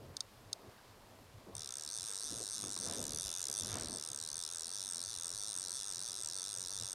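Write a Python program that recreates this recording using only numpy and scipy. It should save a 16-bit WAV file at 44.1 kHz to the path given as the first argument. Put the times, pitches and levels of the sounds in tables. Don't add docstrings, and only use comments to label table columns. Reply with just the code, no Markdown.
import sys
import numpy as np
from scipy import signal
from scipy.fft import rfft, irfft, next_fast_len
from scipy.io import wavfile
from scipy.ndimage import uniform_filter1d

SR = 44100
rng = np.random.default_rng(int(sys.argv[2]) if len(sys.argv) > 2 else 0)


def voltage_ratio(level):
    return 10 ** (np.asarray(level, float) / 20)


def unload_audio(sound):
    columns = np.transpose(np.atleast_2d(sound))
    steps = np.round(np.clip(columns, -1, 1) * 32767)
    wavfile.write(sys.argv[1], SR, steps.astype(np.int16))


N = 306051
TEETH = 32
RUN_S = 1.5511

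# (frequency [Hz], ring [ms], level [dB], swing once a turn [dB], its place [turns],
# swing twice a turn [dB], its place [turns])
FRAME = [(1286, 0.34, -17, 2, 0.16, 0.5, 0.25), (1597, 0.49, -21.5, 1.5, 0.71, -4.5, 0.26),
         (2660, 1, -25, 1.5, 0.37, 1.0, 0.01), (2950, 0.98, -32.5, 13, 0.4, 7, 0.17),
         (3601, 0.79, -9, 4.5, 0.21, 2.8, 0.45), (3992, 0.47, -2.5, 0.5, 0.96, 5, 0.23),
         (4530, 0.65, -4.5, 4, 0.86, 1.6, 0.53), (4967, 0.51, -3.5, -2, 0.67, 0.2, 0.17),
         (5455, 0.69, 0, 0.7, 0.9, 2, 0.18), (6048, 0.39, 1.05, 2.5, 0.99, 1.45, 0.037)]
SPOOL = [(6530, 0.66, -8, 6.5, 0.22, 4.5, 0.44), (6865, 0.59, -9.5, 3, 0.54, 5.5, 0.17),
         (7240, 0.61, -11, -1, 0.77, 3, 0.19), (8520, 0.41, -12, -5.5, 0.44, -1.5, 0.05),
         (8424, 0.4, 3.5, 2.06, 0.6, 0.55, 0.61), (8750, 0.59, -8.5, -10.5, 0.69, 8.5, 0.44),
         (9420, 0.6, -10.5, 3, 1.0, 2.5, 0.21), (9780, 0.4, -9, 0, 0.82, 2.5, 0.32),
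         (10390, 0.48, -12.5, 2.5, 0.84, 3.5, 0.55), (11390, 0.52, -17.5, 1, 0.38, 1, 0.022)]
ROD = [(1340, 1.85, -18, 1.9, 0.24, 2.4, 0.46), (1625, 1.44, -22, 1.2, 0.54, 1.7, 0.3),
       (3410, 2, -24, 1.0, 0.18, .5, 0.7)]
RINGS = FRAME + SPOOL + ROD
RING_HZ = np.array(RINGS)[:, 0]
# (frequency [Hz], level [dB per Hz])
RUSTLE = [(300, -3.5), (800, -5), (1500, -2.5), (2500, -10.5), (5000, -3.5), (9000, -20), (14000, -58)]


def curve(table):
    s, *columns = np.transpose(table)
    return [np.interp(np.arange(N) / SR, s, c) for c in columns]


def colour(table, hz):
    table_hz, db = np.transpose(table)
    return np.interp(np.log(hz + 1e-9), np.log(table_hz), db, left=-90, right=-90)


def walk(rate):
    k = int(SR / rate)
    steps = np.repeat(rng.standard_normal(N // k + 1), k)
    return 1.3 * uniform_filter1d(uniform_filter1d(steps, k), k)[:N]


def hiss(table, flicker_db, rate, grit_db):
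    size = next_fast_len(N)
    hz = np.arange(size // 2 + 1) * SR / size
    bursts = np.minimum(rng.exponential(size=N // 16 + 1), 4)
    grit = voltage_ratio(grit_db * np.repeat(bursts, 16)[:N])
    wave = rfft(rng.standard_normal(N) * grit, size) * voltage_ratio(colour(table, hz))
    octave = np.log2(hz / 30 + 1e-9)
    out = np.zeros(N)
    for k in range(11):
        band = irfft(wave * np.clip(1 - abs(octave - k), 0, 1), size)[:N]
        out += voltage_ratio(flicker_db * walk(rate)) * band
    return out / np.sqrt(np.mean(out ** 2))


def swells(s, hold, db, floor_db, rise_db, fall_db):
    t = np.arange(0, N + 128, 128) / SR
    s, hold, db = (np.array(c)[:, None] for c in (s, hold, db))
    each = voltage_ratio(db - rise_db * np.clip(s - t, 0, 1) - fall_db * np.clip(t - s - hold, 0, 1))
    total = np.sqrt(voltage_ratio(floor_db) ** 2 + np.sum(each ** 2, axis=0))
    return np.interp(np.arange(N) / SR, t, total)


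def add(out, times, grains):
    at = (np.asarray(times) * SR).astype(int)[:, None] + np.arange(grains.shape[1])
    np.add.at(out, at[at < N], grains[at < N])
    return out


def river():
    # (frequency [Hz], level [dB per Hz])
    water_colour = [(15, -36), (25, 2), (102, -10), (223, -11), (416, -4.5), (1070, -4.5), (1260, -7.5),
                    (1370, -10), (2050, -13), (4740, -17), (12200, -21), (14800, -24), (16000, -34)]
    # (time [s], frequency [Hz], peak [dB], length [s], upward glide [share])
    bubbles = [
        (0.553, 610, -57, 0.021, .15),
        (.585, 845, -59, 0.016, 0.23),
        (0.782, 1490, -59, 0.016, 0.13),
        (1.528, 1030, -61.5, .015, 0.089),
        (2.087, 434, -54.5, 0.031, .15),
        (4.6, 350, -59, 0.039, 0.38),
    ]
    s, hz, db, length, glide = np.array(bubbles).T[:, :, None]
    u = np.clip(np.arange(4096) / SR / length, 0, 1)
    tone = np.sin(np.pi * u) * np.sin(2 * np.pi * hz * length * (u + glide * u ** 2 / 2))
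    water = hiss(water_colour, flicker_db=0.7, rate=12, grit_db=1.2)
    return add(voltage_ratio(-63) * water, s[:, 0], voltage_ratio(db) * tone)


def wind():
    # (time [s], hold [s], rumble [dB], low thud [dB])
    gusts = [(0.038, 0.083, -59, -55.5), (.41, 0.095, -65.5, -61.5), (0.608, 0.073, -60.5, -73),
             (0.908, 0.36, -66.5, -66.5), (1.36, 0.027, -69, -58.5), (1.475, .03, -54, -69),
             (1.543, 0.016, -59.5, -54.5), (1.994, .03, -71, -64), (2.335, 0.073, -53.5, -57.5),
             (2.644, 0.041, -53.5, -55), (2.843, 0.2, -51.5, -57), (2.98, 0.018, -50.5, -51),
             (3.081, 0.017, -53.5, -50.5), (3.147, 0.018, -54, -52), (3.26, 0.016, -56.5, -54.5),
             (3.5, .01, -62.5, -73), (3.649, 0.056, -54.5, -54), (3.746, .19, -50, -53),
             (4.12, .03, -61, -64), (4.357, .01, -63.5, -65), (4.98, .01, -63, -81), (5.16, .01, -92, -60),
             (5.333, .02, -63.5, -62), (5.57, .01, -66.5, -63), (5.675, .01, -62.5, -71),
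             (5.92, 0.32, -68.5, -69), (6.586, 0.023, -63.5, -59), (6.797, 0.029, -61, -57)]
    # (frequency [Hz], level [dB per Hz])
    rumble_colour = [(100, -41), (170, 0), (452, -3), (506, -4), (655, -4.5), (789, -13), (1000, -13.5),
                     (1300, -24), (2200, -120)]
    # (frequency [Hz], level [dB per Hz])
    thud_colour = [(15, -36), (25, -9), (64, -7), (103, 2.5), (170, -8), (220, -53), (370, -120)]
    s, hold, rumble_db, thud_db = np.transpose(gusts)
    rumble = hiss(rumble_colour, flicker_db=3.5, rate=45, grit_db=-1.4)
    rumble *= swells(s, hold, rumble_db, floor_db=-71, rise_db=168, fall_db=226)
    thud = hiss(thud_colour, flicker_db=3.5, rate=25, grit_db=0.2)
    thud *= swells(s, hold, thud_db, floor_db=-70.5, rise_db=168, fall_db=226)
    return rumble + thud


def sleeve():
    # (time [s], hold [s], level [dB])
    rubs = [
        (.65, 0.13, -68.5),
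        (2.1, .02, -60.5),
        (2.375, .03, -63),
        (2.637, .02, -61),
        (2.846, 0.033, -60),
        (2.907, 0.025, -52),
        (3.05, .25, -63.5),
        (3.39, 0.022, -61.5),
        (3.74, 0.025, -47),
        (5.6, 0.42, -71),
    ]
    rustle = hiss(RUSTLE, flicker_db=1.0, rate=40, grit_db=3.0)
    muffled = signal.sosfilt(signal.butter(2, 4500, fs=SR, output="sos"), rustle)
    return muffled * swells(*np.transpose(rubs), floor_db=-68.5, rise_db=113, fall_db=103)


def line():
    running = np.arange(N) > RUN_S * SR
    return voltage_ratio(-67.5) * running * hiss(RUSTLE, flicker_db=1.0, rate=40, grit_db=3.0)


def taps():
    # (time [s], peak [dB], frequency [Hz], time to fall 60 dB [s])
    knocks = [
        (2.035, -44, 2500, .01),
        (2.639, -34.5, 1210, 0.015),
        (2.766, -38.5, 1090, 0.021),
        (3.258, -43, 610, 0.023),
        (3.498, -37.5, 705, 0.014),
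        (4.982, -56, 500, .02),
    ]
    s, db, hz, t60 = np.array(knocks).T[:, :, None]
    t = np.arange(1024) / SR
    knock = np.sin(2 * np.pi * hz * t) * voltage_ratio(-60 * t / (t60 * 0.64))
    knock += 0.45 * np.sin(2 * np.pi * 0.314 * hz * t) * voltage_ratio(-60 * t / (t60 * 2))
    knock += 0.6 * np.sin(2 * np.pi * 1.9 * hz * t) * voltage_ratio(-60 * t / (t60 * 0.3))
    nail = 0.74 * np.sin(2 * np.pi * 1700 * t) * np.exp(-t / 0.00039)
    onset = np.minimum(t / 0.00048, 1)
    return add(np.zeros(N), s[:, 0], voltage_ratio(db) * (knock + nail) * onset)


def pawl(turns, mode_db, damping, scatter_db, detune, chatter_db, chatter_ms, lag_ms,
         echo_db, echo_ms, echo_t60_ms):
    # (frequency [Hz], level [dB per Hz])
    scrape_colour = [(2000, -28), (3500, -11), (6000, -4), (10000, 1.5), (12300, -6.5), (13300, -1.5),
                     (14500, -13), (15800, -17)]
    ms = np.arange(640) / SR * 1000
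    wear = rng.standard_normal((TEETH, len(RINGS), 4))
    wear = np.sqrt(2) * uniform_filter1d(wear, size=2, axis=0, mode="wrap")
    tooth = np.round(turns * TEETH).astype(int) % TEETH
    fresh = rng.standard_normal((2, len(turns), len(RINGS), 4))
    strike = 0.65 * wear[tooth] + 1.3 * uniform_filter1d(fresh[0], size=4, axis=0) + 0.3 * fresh[1]
    start_phase = rng.uniform(0, 2 * np.pi, len(RINGS))
    out = np.zeros((len(turns), len(ms)))
    for k, (hz, ring, db, once_db, once, twice_db, twice) in enumerate(RINGS):
        ring = ring / damping
        swing = once_db * np.cos(2 * np.pi * (turns - once))
        swing += twice_db * np.cos(4 * np.pi * (turns - twice))
        gain = voltage_ratio(db + mode_db[:, k] + swing + scatter_db * strike[:, k, 0])
        lag = lag_ms * (4000 / hz) * (1 + 0.48 * strike[:, k, 1:2])
        t = np.clip(ms - lag, 0, None) / ring
        phase = 2 * np.pi * hz / 1000 * (1 + detune * strike[:, k, 2:3]) * (ms - 2)
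        phase += start_phase[k] + 1.2 * strike[:, k, 3:]
        out += gain[:, None] * t ** 2 * np.exp(-t) * np.sin(phase) / np.sqrt(ring)
    puff = rng.standard_normal(out.shape) * (ms / chatter_ms) ** 2
    puff *= np.exp(-ms / chatter_ms) / np.sqrt(chatter_ms)
    scrape = voltage_ratio(colour(scrape_colour, np.arange(321) * SR / 640))
    out += voltage_ratio(chatter_db) * irfft(rfft(puff) * scrape, 640)
    smear = rng.standard_normal(out.shape) * (ms > echo_ms) * voltage_ratio(-60 * (ms - echo_ms) / echo_t60_ms)
    smear *= voltage_ratio(echo_db) / np.sqrt(np.sum(smear ** 2, axis=1, keepdims=True))
    out = out + signal.fftconvolve(out, smear, axes=1)[:, :len(ms)]
    return out / np.sqrt(np.mean(out ** 2))


def drops():
    # (time [s], peak [dB], brightness [dB])
    single = [
        (0.168, -24.5, 0.5),
        (0.2066, -24, -3),
        (0.5303, -22.5, 3),
    ]
    # (frequency [Hz], level added [dB])
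    turned = [(1500, -2), (3300, 6), (3600, 6), (4000, 6), (4900, 3), (5500, 3), (6100, -7), (6500, 6),
              (8500, -2), (11400, -2), (13200, 4)]
    s, peak_db, bright_db = np.transpose(single)
    held_db = colour(turned, np.clip(RING_HZ, 1600, 13000)) + np.outer(bright_db, RING_HZ > 7700)
    grains = pawl(np.arange(len(s)) / TEETH, held_db, damping=1.13, scatter_db=0.7, detune=0.011,
                  chatter_db=-7, chatter_ms=0.53, lag_ms=0.055, echo_db=-11.5, echo_ms=1.9, echo_t60_ms=13)
    grains /= abs(grains).max(axis=1, keepdims=True)
    return add(np.zeros(N), s - 0.0008, grains * voltage_ratio(peak_db + 2)[:, None])


def tooth_times():
    # (place [turns], speed [teeth/s], surge as the tight coil frees [log speed],
    # rebound of the rod tip [log speed])
    spool_turns = [(0, 73.8, -0.143, -0.252), (1, 81.39, 0.289, 0.175), (2, 122.39, 0.281, -0.006),
                   (3, 106.9, 0.799, 0.22), (4, 88.55, 0.59, 0.339), (5, 79.01, 0.13, 0.154),
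                   (6, 77.75, 0.277, 0.68), (7, 96.85, 0.23, -0.383), (8, 71.0, -0.342, 0.161),
                   (9, 93.88, -0.235, 0.074), (10, 91.3, -0.096, -0.132), (11, 102.39, -0.004, -0.16),
                   (12, 93.01, 0.203, 0.195), (13, 96.18, 0.251, 0.382), (14, 80.43, 0.242, 0.267),
                   (15, 90.9, 0.116, 0.157), (16, 78.35, -0.0, -0.0)]
    jerks = [(0.857, 0.252), (1.187, 0.207), (2.915, -0.352), (3.473, -0.384), (3.535, 0.416),
             (5.111, 0.316), (5.493, 0.242), (5.906, 0.147), (6.396, -0.581), (6.767, -0.308),
             (7.043, -0.549), (7.521, -0.148), (7.991, 0.563), (8.975, 0.337), (9.497, -0.074),
             (9.984, 0.36), (10.563, -0.169), (11.227, 0.123), (12.046, 0.321), (12.839, 0.047),
             (13.762, 0.217), (14.157, 0.312), (14.582, 0.215), (14.87, 0.093)]
    turn, pace, coil, rebound = np.transpose(spool_turns)
    jerk_turn, jerk = np.transpose(jerks)
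    turns = np.arange(TEETH * int(turn[-1])) / TEETH
    at = np.r_[turn - 0.0422, turn + 0.3307, jerk_turn]
    z = (turns[:, None] - at) / 0.1365
    surge = ((1 - 0.7292 * z ** 2) * np.exp(-z ** 2 / 2)) @ np.r_[coil, rebound, jerk]
    rate = np.interp(turns, turn, pace) * np.exp(surge)
    s = RUN_S + np.cumsum(1 / rate) - 1 / rate
    heard = s < N / SR
    return turns[heard], s[heard], rate[heard]


def ratchet():
    # (time [s], level [dB], tilt towards the treble [dB])
    held = [(1.55, -51, 4.5), (1.62, -47, -2), (1.85, -44.5, -1), (2.05, -44, 0.5), (2.5, -43.5, 0.5),
            (3.1, -42.5, 0), (3.56, -41, 0.5), (3.85, -44.5, -0.5), (4.08, -46, 1.5), (4.3, -44, -0.5),
            (5.5, -43.5, 0.5), (6.94, -43.5, -0.5)]
    # (time [s], lift [0-1])
    lift = [
        (0, 0),
        (2.6, 0.38),
        (2.9, 0.3),
        (3.1, 1),
        (3.7, 0.8),
        (3.9, 0),
        (4.1, 0.08),
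        (6.94, 0.32),
    ]
    # (frequency [Hz], level added [dB])
    lifted = [(1400, -4), (2900, 7), (3600, 4), (4050, -5), (4550, -3.5), (5050, 2), (5500, -3.5),
              (6080, 3), (6520, -2), (7200, 4.5), (8450, -4), (9700, 3), (11400, 8), (14000, 1.4)]
    turns, s, rate = tooth_times()
    at = (s * SR).astype(int)
    level_db, tilt_db = (c[at] for c in curve(held))
    high = RING_HZ > 7700
    middle = (RING_HZ > 3800) & (RING_HZ < 5200)
    held_db = np.outer(tilt_db, high) - np.outer(0.3 * tilt_db + 3.0, middle)
    held_db += np.outer(curve(lift)[0][at], colour(lifted, np.clip(RING_HZ, 1500, 13000)))
    grains = pawl(turns + 1 / TEETH, held_db, damping=1.0, scatter_db=1.82, detune=0.009, chatter_db=-7.5,
                  chatter_ms=0.54, lag_ms=0.59, echo_db=-17.0, echo_ms=2.8, echo_t60_ms=4.4)
    gain = voltage_ratio(level_db) * np.sqrt(SR / grains.shape[1] / rate)
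    return add(np.zeros(N), s, grains * gain[:, None])


def scene():
    background = river() + wind() + sleeve() + line() + taps()
    return np.tile(background + drops() + ratchet(), (2, 1))


def top_cut(x):
    return signal.sosfilt(signal.butter(12, 16490, fs=SR, output="sos"), x)


def record(dry):
    # (frequency [Hz], side minus mid [dB])
    unlike = [(20, -43), (60, -55), (180, -39), (350, -28), (700, -23.5), (1400, -23), (3000, -20),
              (10000, -24.5), (14000, -14), (17000, -15)]
    size = next_fast_len(N)
    hz = np.arange(size // 2 + 1) * SR / size
    whole = rfft(dry[0], size)
    trace = rfft(dry[0] * walk(400), size) * voltage_ratio(colour(unlike, hz))
    blocks = np.repeat(rng.random(N // 1024 + 1) < 0.55, 1024)[:N]
    side = irfft(trace * (hz < 2400), size)[:N]
    side += blocks * irfft(trace * (hz >= 2400), size)[:N]
    loud = uniform_filter1d(abs(np.gradient(dry[0])), size=128)[64::128]
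    quiet = loud < 0.75 * uniform_filter1d(loud, size=9)
    between = quiet & (np.arange(len(loud)) * 128 > RUN_S * SR)
    chance = np.repeat(rng.random(len(loud) // 2 + 1), 2)[:len(loud)]
    for low_hz, high_hz, share in ((15000, SR, 0.75), (13700, 15000, 0.3)):
        lost = np.repeat(1.0 * (between & (chance < share)), 128)
        lost = uniform_filter1d(np.resize(lost, N), size=64)
        dry = dry - lost * irfft(whole * (hz > low_hz) * (hz <= high_hz), size)[:N]
    return top_cut(dry + np.array([side, -side]))


dry = scene()
out = record(dry)
unload_audio(out)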